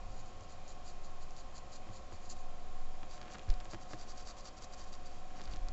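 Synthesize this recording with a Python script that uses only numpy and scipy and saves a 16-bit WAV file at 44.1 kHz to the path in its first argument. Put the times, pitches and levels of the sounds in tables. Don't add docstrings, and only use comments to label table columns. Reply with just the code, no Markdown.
import sys
import numpy as np
from scipy import signal
from scipy.fft import rfft, irfft, next_fast_len
from scipy.io import wavfile
from scipy.ndimage import uniform_filter1d

SR = 44100
rng = np.random.default_rng(int(sys.argv[2]) if len(sys.argv) > 2 else 0)


def int16_out(signal):
    q = np.round(np.clip(np.atleast_2d(signal).T, -1, 1) * 32767)
    wavfile.write(sys.argv[1], SR, q.astype(np.int16))


def voltage_ratio(decibels):
    exponent = np.asarray(decibels, float) / 20
    return 10 ** exponent


N = 252428
T = np.arange(N) / SR
HAND_MOVES_S = 2.8


def evened(x):
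    return x / np.sqrt(np.mean(x ** 2) + 1e-20)


def read(points, hz):
    f, value = np.transpose(points)
    return np.interp(np.log(hz + 1), np.log(f + 1), value)


def coloured(x, shape):
    size = next_fast_len(N)
    gain = shape(np.fft.rfftfreq(size, 1 / SR))
    return irfft(rfft(x, size) * gain, size)[:N]


def add(mix, s, sound):
    part = mix[round(s * SR):][:len(sound)]
    part += sound[:len(part)]


def ring(hz, t60, rise):
    t = np.arange(int(t60 * SR) + 8) / SR
    return np.sin(2 * np.pi * hz * t) * voltage_ratio(-60 * t / t60) * (1 - np.exp(-t / rise))


def push(hz):
    u = np.arange(200) / SR * hz * 2 * np.pi
    return u * (1 - u / 2.6) * np.exp(1 - u)


def slow(rate_hz, count):
    t = np.arange(0, N / SR + .02, .01)
    hz = rate_hz * rng.random((count, 12, 1))
    start = rng.random(hz.shape)
    rows = np.sin(2 * np.pi * (hz * t + start)).sum(1) / np.sqrt(6)
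    return np.array([np.interp(T, t, row) for row in rows])


def air():
    # (f/Hz, level/dB per Hz)
    air_colour = [(10, -13), (22, -4.5), (42, -15.5), (120, -24), (450, -29.5), (720, -29), (880, -34),
                  (1080, -32), (1470, -37), (3500, -42), (4300, -42), (6000, -45), (7100, -42.5),
                  (9000, -60)]
    hiss = coloured(rng.standard_normal(N), lambda hz: voltage_ratio(read(air_colour, hz)))
    middle = coloured(hiss, lambda hz: (hz > 100) * (hz < 8000))
    return hiss * voltage_ratio(-58.5) / np.std(middle)


def fan():
    whine_hz = [60, 207, 359, 530, 586, 610, 675, 704, 716, 728, 750, 759, 818, 846, 943, 990, 1050, 1065,
                1087, 1136, 1182, 1272, 1341, 2400, 2448, 2519, 3117, 3235]
    whine_db = [-64, -76, -77, -68.5, -73.5, -73.5, -77.5, -70, -75, -64.5, -70, -67.5, -83, -75.5, -78.5,
                -79, -77, -70.5, -70.5, -80, -80, -78, -79, -83.5, -83, -82, -82.5, -86]
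    wobble_hz, wobble_db = 1.2, 2.25
    count = len(whine_hz)
    hz = np.array(whine_hz)[:, None] + wobble_hz * slow(9., count)
    level = voltage_ratio(np.array(whine_db)[:, None] + wobble_db * slow(3.8, count))
    level[whine_hz.index(728)] *= voltage_ratio(0.8 * (T - T.mean()))
    tones = level * np.sin(2 * np.pi * np.cumsum(hz, axis=1) / SR)
    return np.sqrt(2) * tones.sum(0)


def rumble():
    low = coloured(rng.standard_normal(N), lambda hz: 1 / (1 + ((hz - 90) / 30) ** 4))
    fade_s = .65
    return voltage_ratio(-59.5) * evened(low) / (1 + (T / fade_s) ** 6)


def stand():
    # (t/s, level/dB)
    sway_points = [(0.0, -47.5), (0.17, -39), (0.4, -47.5), (1.19, -36), (1.66, -47.5), (1.8, -40.5),
                   (2.05, -46.5), (2.47, -33.5), (2.61, -38.5), (2.83, -30.5), (3.05, -38), (3.4, -53.5),
                   (3.53, -33), (3.73, -47), (4.1, -40.5), (4.55, -54), (4.9, -40), (5.72, -39)]
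    # (t/s, direction +1 or -1, peak level/dB, f/Hz, 60 dB decay/s)
    jolt_list = [(0, 1, -38.5, 30, 0.54), (0.11, -1, -40, 28, 0.22), (1.893, 1, -37, 103, 0.12),
                 (1.897, -1, -41.5, 172, 0.052), (2.126, 1, -38.5, 85, 0.099), (3.479, -1, -31, 91, 0.1),
                 (3.488, -1, -31, 29, 0.043), (3.495, 1, -29, 42, .04), (3.496, 1, -15.5, 24.4, 0.18),
                 (3.503, 1, -43, 15, 0.43), (3.601, 1, -47, 42, 0.3), (5.468, -1, -38, 50, 0.065),
                 (5.484, 1, -32, 41, 0.22), (5.561, -1, -38, 79, .1), (5.57, 1, -30, 23, .2),
                 (5.612, 1, -29.5, 26, 0.56), (5.688, 1, -37, 46, 0.26)]
    sway_hz = 11.5
    s, sway_db = np.transpose(sway_points)
    out = np.sqrt(2) * voltage_ratio(np.interp(T, s, sway_db)) * np.sin(2 * np.pi * sway_hz * T)
    for at, direction, db, hz, t60 in jolt_list:
        add(out, at, np.sign(direction) * voltage_ratio(db) * ring(hz, t60, 0.0041))
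    return out


def reflections(x):
    t = np.arange(5000) / SR
    tail = rng.standard_normal(5000) * voltage_ratio(-60 * t / 0.03) * (t > .002)
    return signal.fftconvolve(x, tail / np.linalg.norm(tail))[:N]


def rustle():
    # (peak t/s, rise/s, fall/s, level/dB)
    drag_list = [
        (3.39, .6, 0.089, -57),
        (3.485, 0.014, 0.17, -53),
        (3.822, 0.046, 0.085, -61.5),
        (4.15, 0.75, 0.046, -63.5),
        (5.416, 0.26, .04, -57.5),
        (5.544, 0.24, 0.078, -55),
        (5.72, 0.18, .1, -56),
    ]
    fade_db = 19.5
    level = np.zeros(N)
    for s, rise, fall, db in drag_list:
        distance = np.where(T < s, (s - T) / rise, (T - s) / fall)
        level += voltage_ratio(db - 6.5 - fade_db * distance)
    strength = voltage_ratio(3. * np.minimum(rng.exponential(1, N), 3))
    crackle = strength * (rng.random(N) < 1500 / SR) * rng.standard_normal(N)
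    crackle = coloured(crackle, lambda hz: (hz / 1500) ** 2 / (1 + (hz / 1500) ** 4.3))
    rub = coloured(rng.standard_normal(N), lambda hz: (hz / 130) ** 2 / (1 + (hz / 130) ** 3.4))
    return level * (evened(crackle) + voltage_ratio(3.5) * evened(rub))


def taps():
    # (t/s, peak level/dB, f/Hz)
    tap_list = [(1.8689, -44, 700), (1.8882, -44.5, 900), (2.1217, -41, 600), (3.0305, -37.5, 1400),
                (3.1774, -41, 2200), (3.2133, -38.5, 1500), (3.228, -40, 2200), (3.2553, -45, 2000),
                (3.268, -47, 1200), (3.2807, -39.5, 1500), (3.302, -42.5, 2400), (3.3217, -42.5, 2400),
                (3.345, -39, 1200), (3.3498, -38, 1500), (3.354, -39.5, 1250), (3.383, -40.5, 1200),
                (3.3933, -48, 2200), (3.529, -48, 2000), (3.6081, -41.5, 1000), (3.654, -38.5, 2180),
                (3.7335, -33.5, 910), (3.745, -34, 1000), (3.9096, -43, 700), (3.9332, -32.5, 900),
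                (5.408, -43, 1000), (5.5105, -53, 1000), (5.5327, -48, 1000), (5.5611, -47, 1000),
                (5.6845, -41.5, 1500)]
    # (f/Hz, level/dB, 60 dB decay/s)
    pad_modes = [(320, 2, .055), (520, -4, .035), (200, -3, .05), (120, -2, .08)]
    # (tap f/Hz, ring level against the tap/dB)
    pad_share = [(700, -15.), (900, -9.5), (1000, -10.5), (1200, -18.5)]
    out = np.zeros(N)
    fade = voltage_ratio(-60 * np.arange(900) / SR / .03)
    for s, db, hz in tap_list:
        direction = 1 if s < HAND_MOVES_S else -1
        add(out, s + .001, direction * voltage_ratio(db + 5) * push(hz))
        chatter = np.convolve(rng.standard_normal(900) * fade, push(1100.))
        add(out, s + 0.002163, voltage_ratio(db - 20) * chatter)
        for mode_hz, mode_db, t60 in pad_modes:
            ring_db = db + read(pad_share, hz) + mode_db + 3
            add(out, s + 0.00261, voltage_ratio(ring_db) * ring(mode_hz, t60, 0.002))
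    return out


def crumbs():
    # (t/s, peak level/dB, f/Hz)
    snap_list = [(0.259, -48.5, 7300), (0.679, -46, 6000), (0.408, -46, 6030), (1.3067, -45.5, 6070),
                 (1.365, -43.5, 4680), (2.367, -49, 4470), (3.2147, -39, 4300), (3.3832, -46.5, 6770),
                 (3.3937, -41, 3300), (3.49, -44.5, 4760), (3.5015, -34, 4740), (3.5154, -43, 4100),
                 (3.539, -40.5, 4450), (3.6018, -42, 3600), (3.6114, -52.5, 4000), (3.6468, -45, 7200),
                 (4.835, -56, 6300), (5.4087, -47, 4000), (5.4152, -39, 4500), (5.438, -42.5, 6100),
                 (5.455, -42, 4030), (5.476, -46, 4190), (5.496, -50, 4500), (5.5114, -45, 6800),
                 (5.536, -40, 3920), (5.5602, -41.5, 5640), (5.5689, -46.5, 3800), (5.6848, -35.5, 4540)]
    out = np.zeros(N)
    fade = voltage_ratio(-60 * np.arange(98) / SR / .003)
    for s, db, hz in snap_list:
        splinter = np.diff(rng.standard_normal(100), 2) * fade
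        add(out, s + 0.00098, voltage_ratio(db - 6.5) * splinter)
        add(out, s + 0.00078, voltage_ratio(db + 11) * ring(hz, 0.0012, .0001))
    return out


def scratch(paper):
    def shape(hz):
        return voltage_ratio(read(paper, hz)) / (1 + (hz / 7900) ** 40)
    return lambda grains: evened(coloured(grains, shape))


def strokes():
    # (middle t/s, length at half power/s, pressure level/dB)
    early_strokes = [(0.163, 0.063, -69.5), (0.203, 0.013, -69.5), (0.28, 0.03, -71.5), (0.435, 0.016, -69),
                     (0.519, 0.031, -66.5), (0.702, 0.029, -61.5), (0.886, 0.034, -61.5),
                     (1.056, 0.022, -65), (1.226, 0.017, -65), (1.395, 0.03, -64.5), (1.571, 0.024, -61),
                     (1.746, 0.033, -60.5), (1.962, 0.035, -63.5), (2.143, 0.029, -67.5),
                     (2.247, 0.034, -68.5), (2.313, 0.021, -54), (2.404, 0.042, -72.5)]
    # (middle t/s, length at half power/s, pressure level/dB)
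    late_strokes = [(3.138, 0.044, -62.5), (3.329, 0.032, -61), (3.437, 0.02, -69.5), (3.605, 0.0064, -65),
                    (3.726, 0.031, -60.5), (3.825, 0.018, -63.5), (3.921, 0.031, -60), (4.012, 0.032, -61),
                    (4.102, 0.03, -60), (4.199, 0.034, -59), (4.29, 0.032, -57), (4.392, 0.025, -60),
                    (4.47, 0.026, -57), (4.58, 0.012, -62), (4.636, 0.021, -57.5), (4.736, 0.014, -59),
                    (4.799, 0.027, -60), (4.84, 0.01, -64), (4.882, 0.02, -67), (4.941, 0.015, -57.5),
                    (5.065, 0.015, -62), (5.148, 0.072, -70), (5.383, 0.024, -64.5), (5.446, 0.019, -65),
                    (5.529, 0.021, -63)]
    # (f/Hz, level/dB per Hz)
    early_paper = [(700, -30), (1100, -9), (1700, -14), (2200, -11), (3600, -13), (4150, -1), (4750, 1),
                   (5250, -10), (5700, -6), (6200, -7), (6850, 1), (7300, -2), (7650, -6), (9000, -12)]
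    # (f/Hz, level/dB per Hz)
    late_paper = [(700, -12), (1150, -1), (1700, -5), (2600, -10), (3400, -9), (4000, -3), (4400, -3),
                  (4700, 4.5), (5150, -6), (5600, -2), (6300, -4), (6700, -3), (7100, -4), (9000, -8)]
    # (from t/s, tilt level/dB)
    grip = [
        (0, .6),
        (2.2, 5.5),
        (2.8, 1.3),
        (5.2, -1),
    ]
    low, high = np.zeros(N), np.zeros(N)
    for s, length, db in early_strokes + late_strokes:
        tilt_db = [tilt for start, tilt in grip if start <= s][-1]
        u = (T - s) / length
        steepness = np.where(u < 0, .8, 1.3)
        swell = voltage_ratio(db + 1.4) * np.exp(-1.4 * steepness * abs(u) ** 4.25)
        swell += voltage_ratio(db - 17.0) * np.exp(-.25 * u ** 2)
        low += swell * voltage_ratio(-tilt_db / 2)
        high += swell * voltage_ratio(tilt_db / 2)

    strength = voltage_ratio(1.6 * rng.exponential(1, N))
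    grains = strength * (rng.random(N) < 9000 / SR) * rng.standard_normal(N)
    grains *= voltage_ratio(2.0 * evened(uniform_filter1d(rng.standard_normal(N), 130)))
    hiss = np.where(T < HAND_MOVES_S, scratch(early_paper)(grains), scratch(late_paper)(grains))
    top = coloured(hiss, lambda hz: 1 / (1 + (5500 / (hz + 1)) ** 12))
    return low * (hiss - top) + high * top


def scene():
    background = air() + fan() + rumble() + stand()
    hand = rustle() + taps() + crumbs() + strokes()
    return (background + hand + voltage_ratio(-11.0) * reflections(hand))[None]


def band_limit(x):
    return signal.sosfilt(signal.butter(12, 8320, fs=SR, output="sos"), x)


def record(dry):
    limited = coloured(dry[0], lambda hz: 1 / np.sqrt(1 + (hz / 7750) ** 60))
    return band_limit(limited[None])


dry = scene()
out = record(dry)
int16_out(out)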